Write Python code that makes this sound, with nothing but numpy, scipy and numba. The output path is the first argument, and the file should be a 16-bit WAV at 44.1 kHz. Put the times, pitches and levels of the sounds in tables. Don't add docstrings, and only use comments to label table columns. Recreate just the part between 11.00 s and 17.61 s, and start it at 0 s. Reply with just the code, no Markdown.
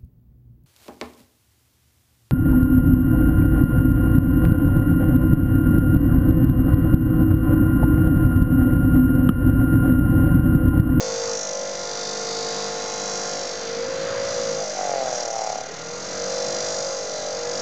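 import sys
import numpy as np
from scipy import signal
from scipy.io import wavfile
from scipy.ndimage import uniform_filter1d
from numba import njit

SR = 44100
rng = np.random.default_rng(int(sys.argv[2]) if len(sys.argv) > 2 else 0)


def transcribe(signal):
    frames = np.atleast_2d(signal).T
    limited = np.clip(frames, -1, 1)
    pcm = np.round(limited * 32767).astype(np.int16)
    wavfile.write(sys.argv[1], SR, pcm)


N = 291501

KNOCK_ANGLES = (.04, .36, .7)


def undb(db):
    return 10 ** (np.asarray(db) / 20)


def unit(x):
    return x / np.sqrt(np.mean(x ** 2))


def knocks(turn, hz, loose, strengths_db):
    # (frequency [Hz], width [Hz], relative level [dB])
    fixed_rings = [(536, 60, -5), (850, 70, -7), (1030, 190, -23), (1290, 320, -38), (2050, 580, -26.5)]
    width = np.full(N, 1. * 170)
    push = sum(blows(turn, angle, db, loose, slip=3.0, scatter_db=2.7)
               for angle, db in zip(KNOCK_ANGLES, strengths_db))
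    push = push + .01 * track(turn, loose / 3)
    soft = svf(push, hz, 4.0 * width)
    soft = svf(soft, hz, 4.0 * width)
    body = svf(soft, hz, width) + rings(soft, fixed_rings[:2])
    body = body + rings(push, fixed_rings[2:])
    return steady(body)


def strengths():
    # (time [s], angle of the hardest knock [turns], drop of a knock opposite it [dB])
    slip_path = [(3.6, .04, 9), (3.78, .04, 13), (3.9, .04, 12), (4.03, -.04, 4), (4.1, .36, 6),
                 (4.3, .55, 7), (4.55, .7, 16), (4.68, .7, 15), (4.9, 1.04, 11), (5.2, 1.04, 9)]
    hardest, drop_db = curves(slip_path)
    return [-drop_db * np.sin(np.pi * (angle - hardest)) ** 2 for angle in KNOCK_ANGLES]


def blows(turn, angle, db, loose, slip, scatter_db):
    out = np.zeros(N + 1)
    at = np.interp(np.arange(1, int(turn[-1])) + angle, turn, np.arange(N))
    i = at.astype(int)
    chance = rng.standard_normal((len(at), 2))
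    at = np.clip(at + loose[i] * slip * chance[:, 0], 0, N - 1)
    size = undb(db[i] + loose[i] * scatter_db * chance[:, 1])
    i = at.astype(int)
    out[i] += size * (1 - at + i)
    out[i + 1] += size * (at - i)
    return out[:N]


def scrape(turn, upper_db, throb_db, loose):
    # (frequency [Hz], width [Hz], relative level [dB])
    shell_low = [(3580, 160, -13.5), (4018, 89, -4), (4310, 29, -5.5), (4774, 224, -1.5), (4520, 1090, -13)]
    shell_high = [(5495, 71, -4), (5675, 51, 0), (5950, 100, -2.5), (6355, 290, 2), (6600, 380, -3.5),
                  (7560, 120, -14.5), (6230, 870, -7.5)]
    swing = np.cos(2 * np.pi * (turn - .55))
    swing = swing + 0.43 * loose * np.cos(6 * np.pi * (turn - .45))
    rough = track(turn + .0002 * walk(30), loose)
    bumps = rough * np.abs(rough) + 0.12 * rng.standard_normal(N)
    ticks = steady(bumps * undb(throb_db / 2 * swing))
    low, high = steady(rings(ticks, shell_low)), steady(rings(ticks, shell_high))
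    shell = unit(undb(-1.5 - upper_db / 2) * low + undb(-1.5 + upper_db / 2) * high)
    return shell + rings(ticks, [(2560, 4500, -28.5), (7930, 480, -15)])


def track(turn, renew):
    cells = 1024
    first = np.searchsorted(turn, np.arange(int(turn[-1]) + 1))
    surface, rows = rng.standard_normal(cells), []
    for share in np.clip(renew[first], 0, 1):
        surface = np.sqrt(1 - share) * surface + np.sqrt(share) * rng.standard_normal(cells)
        rows.append(surface)
    return np.interp(turn * cells, np.arange(len(rows) * cells), np.concatenate(rows))


def dent(turn, loose):
    # (frequency [Hz], width [Hz], relative level [dB])
    dent_rings = [(4790, 120, 7), (4020, 150, -14), (5270, 70, -7), (6500, 500, -8), (8200, 1400, -21)]
    # (angle [turns], relative level [dB])
    chips = [(.47, 0), (.56, -6), (.24, -10)]
    strikes = sum(blows(turn, angle, np.full(N, 1. * db), loose, slip=7.2, scatter_db=11)
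                  for angle, db in chips)
    return unit(rings(strikes, dent_rings))


def whine(turn, loose, orders_db, blade_db):
    # (multiple, relative level [dB])
    blade_orders = [(14, 8), (17, 4.5), (19, -3), (21, 2), (28, -2), (32, -18.5), (35, -3.5), (42, -8),
                    (49, -9)]
    lean, spread = .55, .11
    main = 0
    for k, db in enumerate(orders_db):
        phase = (9 + k) * (turn - lean) + spread * (k - 2) ** 2
        level = undb(db + 7.6 * loose * walk(25))
        main = main + np.sqrt(2) * level * np.cos(2 * np.pi * phase)
    flutter_db = 2.
    blades = sum(undb(db + flutter_db * walk(6.5)) * np.cos(2 * np.pi * (k * turn + rng.random()))
                 for k, db in blade_orders)
    return freedom() * (main + undb(blade_db) * blades)


def multiples(speed, main_db, main_hz, width, upper_db, upper_hz):
    upper_width_hz, upper_whine_db = 19, -2
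    orders = np.arange(9, 13)[:, None]
    near = 1 / (1 + ((orders * speed - main_hz) / width) ** 4)
    shared_db = main_db + 10 * np.log10(near / near.sum(axis=0))
    last = 1 / (1 + ((13 * speed - upper_hz) / upper_width_hz) ** 2)
    return [*shared_db, upper_db + upper_whine_db + 10 * np.log10(last)]


def freedom():
    start, end = (3.76, 4.67)
    t = np.arange(N) / SR
    return np.clip(np.maximum(start - t, t - end) / 0.028, 0, 1)


def hum(turn):
    # (multiple of the shaft speed, relative level [dB])
    partials = [(1, -15.5), (2, -26), (3, -2), (4, 2), (5, -5), (6, -7.5), (7, 2), (8, -5)]
    waver_db = 2.
    return unit(sum(undb(db + waver_db * walk(6.6)) * np.sin(2 * np.pi * (k * turn + rng.random()))
                    for k, db in partials))


def rumble():
    panel = ring(rng.standard_normal(N), 105, 65)
    return unit(ring(panel, 105, 65))


def rush():
    # (frequency [Hz], relative level [dB per Hz])
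    spectrum = [(12, -31), (20, -16), (34, -28.5), (54, -24.5), (172, -5), (410, -7), (457, 1), (556, -7.5),
                (896, -8), (1380, -5), (2960, -19.5), (3600, -10.5), (4680, -19.5), (7920, -120)]
    f, db = np.transpose(spectrum)
    out = 0
    for hz in 25 * 2 ** (np.arange(23) / 3):
        band = ring(ring(rng.standard_normal(N), hz, hz / 3), hz, hz / 3)
        level_db = np.interp(np.log(hz), np.log(f), db) + 1.23 * walk(8.7)
        out = out + undb(level_db) * band
    return unit(out)


def fans():
    # (frequency [Hz], level before a 1 dB lift [dB])
    tones = [(1400.9, -47.5), (1977, -52), (2101, -54.5), (2451, -59.5), (2802, -58), (3153, -70.5)]
    out = 0
    for f, db in tones:
        level = undb(db + 1.0 + 0.48 * walk(2.0))
        hz = f * (1 + 0.000605 * walk(3))
        out = out + level * np.sin(2 * np.pi * np.cumsum(hz) / SR)
    return out


def curves(table):
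    s, *columns = np.transpose(table)
    return [np.interp(np.arange(N) / SR, s, c) for c in columns]


def rings(x, modes):
    return sum((-1) ** k * undb(db) * ring(x, f, w) for k, (f, w, db) in enumerate(modes))


def ring(x, hz, width):
    return signal.lfilter(*signal.iirpeak(hz, hz / width, SR), x)


@njit
def svf(x, hz, width):
    y, b, l = np.empty(len(x)), 0., 0.
    for i in range(len(x)):
        g, k = np.tan(np.pi * hz[i] / SR), width[i] / hz[i]
        v = (b + g * (x[i] - l)) / (1 + g * (g + k))
        b, l, y[i] = 2 * v - b, l + 2 * g * v, k * v
    return y


def walk(rate):
    k = int(SR / rate)
    held = np.repeat(rng.standard_normal(N // k + 1), k)
    return 1.416 * uniform_filter1d(uniform_filter1d(held, k), k)[:N]


def steady(x):
    return x / np.sqrt(uniform_filter1d(x ** 2, size=3500))


def scene():
    # (time [s], speed [Hz])
    shaft = [(0.0, 51.92), (0.15, 51.97), (0.31, 51.75), (0.48, 49.84), (0.62, 49.5), (1.03, 50.52),
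             (1.5, 50.97), (2.06, 50.71), (2.43, 50), (2.56, 50.23), (2.83, 52.5), (3.11, 54.66),
             (3.26, 55.05), (3.39, 54.8), (3.61, 52.5), (3.83, 48.67), (4.07, 42.66), (4.36, 37.32),
             (4.58, 35.4), (4.71, 38.06), (4.92, 43.54), (5.17, 47.37), (5.49, 49.7), (5.71, 50),
             (5.93, 48.95), (6.26, 46.7), (6.44, 48.1), (6.61, 49.14)]
    # (time [s], looseness of the rotor [0-1])
    grip = [(0, .04), (.3, .05), (.45, .15), (.9, .05), (2.3, .035), (2.8, .2), (3.5, .2), (3.8, .35),
            (4.1, .55), (4.65, .45), (5.2, .12), (5.8, .1), (6.2, .2), (6.61, .1)]
    # (time [s], whine level [dB], pitch [Hz], width [Hz])
    held = [(0.0, -27, 501, 31), (0.34, -27, 474, 39.6), (0.43, -37.5, 529.8, 56), (0.6, -29, 530.2, 37),
            (0.8, -33, 531.3, 37), (0.98, -34.5, 436, 91.5), (1.4, -30, 432.6, 51.6), (2.1, -32.5, 447, 85),
            (2.42, -31.5, 533, 36), (2.6, -34.5, 468, 67.4), (2.75, -27.5, 486, 23), (3.1, -27.5, 528, 39),
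            (3.3, -27, 540, 49), (3.46, -25, 507, 41), (3.62, -28, 512.5, 35), (3.76, -33, 590, 110),
            (4.67, -41, 473, 56), (4.9, -37, 468, 13.8), (5.06, -41.5, 491.8, 42), (5.2, -30, 498.6, 26),
            (5.4, -27, 513.7, 25), (5.7, -31.5, 515.7, 56), (5.9, -28.5, 532.8, 25.7),
            (6.06, -31, 489.4, 52), (6.22, -37, 488, 64), (6.45, -28.5, 500, 12.7),
            (6.61, -29.5, 513, 41.5)]
    # (time [s], level before the knock and whine offsets [dB], pitch [Hz])
    upper = [(0, -38, 622), (0.37, -40, 660), (0.64, -36.5, 638), (0.9, -46.5, 670), (1.12, -39, 696),
             (2.15, -35.5, 694), (2.36, -32.5, 687), (2.58, -44, 650.2), (2.74, -37.5, 702),
             (2.82, -42, 619), (3.33, -34.5, 621), (3.52, -39.5, 627), (3.62, -26, 642), (3.72, -39, 622),
             (3.79, -26, 684), (3.97, -23.5, 632), (4.09, -25.5, 670), (4.17, -28, 600), (4.3, -28.5, 630),
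             (4.37, -26, 720), (4.51, -26.5, 700), (4.6, -30, 690), (4.67, -37.5, 634), (5.08, -36, 633.5),
             (5.84, -33.5, 660), (5.98, -39, 640), (6.27, -31, 606), (6.41, -38.5, 623), (6.61, -36.5, 645)]
    # (time [s], lower shell rings [dB], upper shell rings [dB],
    # dent's ring before looseness [dB], depth of the throb before looseness [dB])
    bearing = [(0.0, -37.5, -32, -51, 5.5), (0.27, -37, -31.5, -38.5, 8.5), (0.39, -42, -30.5, -41, 9.5),
               (0.66, -40.5, -35, -52, 5.5), (1.08, -34.5, -32.5, -34, 6.5), (1.23, -37.5, -32, -41, 6),
               (1.29, -32.5, -32.5, -33.5, 7.5), (1.64, -35, -33, -32, 3), (1.75, -37.5, -34, -39, 4),
               (2.15, -35, -30, -38.5, 5.5), (2.82, -40, -37.5, -43, 5.5), (3.18, -39.5, -37.5, -42, 8.5),
               (3.31, -36.5, -32.5, -39, 4), (3.9, -41.5, -34, -45, 6), (3.98, -38, -36.5, -43, 3),
               (4.18, -42, -31, -47, 1.5), (4.21, -35.5, -31.5, -39, 7), (4.31, -45.5, -35, -48, 8),
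               (4.51, -39.5, -34, -45, 6.5), (4.69, -46.5, -40.5, -53, 9.5), (5.25, -37, -32.5, -49, 6.5),
               (5.71, -35.5, -30, -39, 6.5), (6.06, -40.5, -34.5, -48, 7), (6.15, -36.5, -33.5, -46, 2.5),
               (6.44, -39.5, -35, -45, 7), (6.61, -38, -31.5, -33, 6)]
    # (time [s], air rush [dB], shaft hum [dB], case rumble [dB])
    air = [(0.0, -38, -51, -59), (0.13, -37.5, -42, -54), (0.18, -37.5, -47, -56), (0.29, -37.5, -48, -49),
           (0.33, -37, -47, -71), (0.37, -40.5, -44.5, -57), (0.5, -41, -48, -72), (0.64, -40.5, -48, -63),
           (1.29, -36.5, -40.5, -59.5), (2.59, -37, -44.5, -56.5), (3.11, -33, -42.5, -44.5),
           (3.59, -37, -39.5, -53), (3.66, -39, -47, -68), (4.21, -36, -51, -64), (4.34, -41.5, -53.5, -60),
           (5.5, -36, -40.5, -51), (6.11, -39.5, -50.5, -57.5), (6.61, -36.5, -43, -51)]
    (speed,), (loose,) = curves(shaft), curves(grip)
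    (main_db, main_hz, width), (upper_db, upper_hz) = curves(held), curves(upper)
    low_db, high_db, dent_db, throb_db = curves(bearing)
    air_db, hum_db, rumble_db = curves(air)

    turn = np.cumsum(speed) / SR
    knock_at_s = 3.8725
    turn += (KNOCK_ANGLES[0] - turn[int(knock_at_s * SR)]) % 1

    pump = undb(upper_db - 4 * freedom()) * knocks(turn, upper_hz, loose, strengths())
    orders_db = multiples(speed, main_db, main_hz, np.maximum(width, 10), upper_db, upper_hz)
    pump += whine(turn, loose, orders_db, -44.5 - 50 * loose)
    both = np.hypot(undb(low_db), undb(high_db))
    pump += both * scrape(turn, high_db - low_db, throb_db + 2.5 * loose, loose)
    pump += undb(dent_db - 20.5 * loose) * dent(turn, loose)
    case = undb(hum_db) * hum(turn) + undb(rumble_db) * rumble()
    return (pump + case + undb(air_db) * rush() + fans())[None]


def record(dry):
    notched = dry[0] - ring(dry[0], hz=4387, width=40)
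    dull = signal.sosfilt(signal.butter(5, 7300, fs=SR, output="sos"), notched)
    dull = signal.sosfilt(signal.cheby1(8, 1, 8550, fs=SR, output="sos"), dull)
    cut = signal.sosfilt(signal.ellip(12, .2, 80, 9100, fs=SR, output="sos"), dull)
    return cut[None] + .0046


dry = scene()
out = record(dry)
transcribe(out)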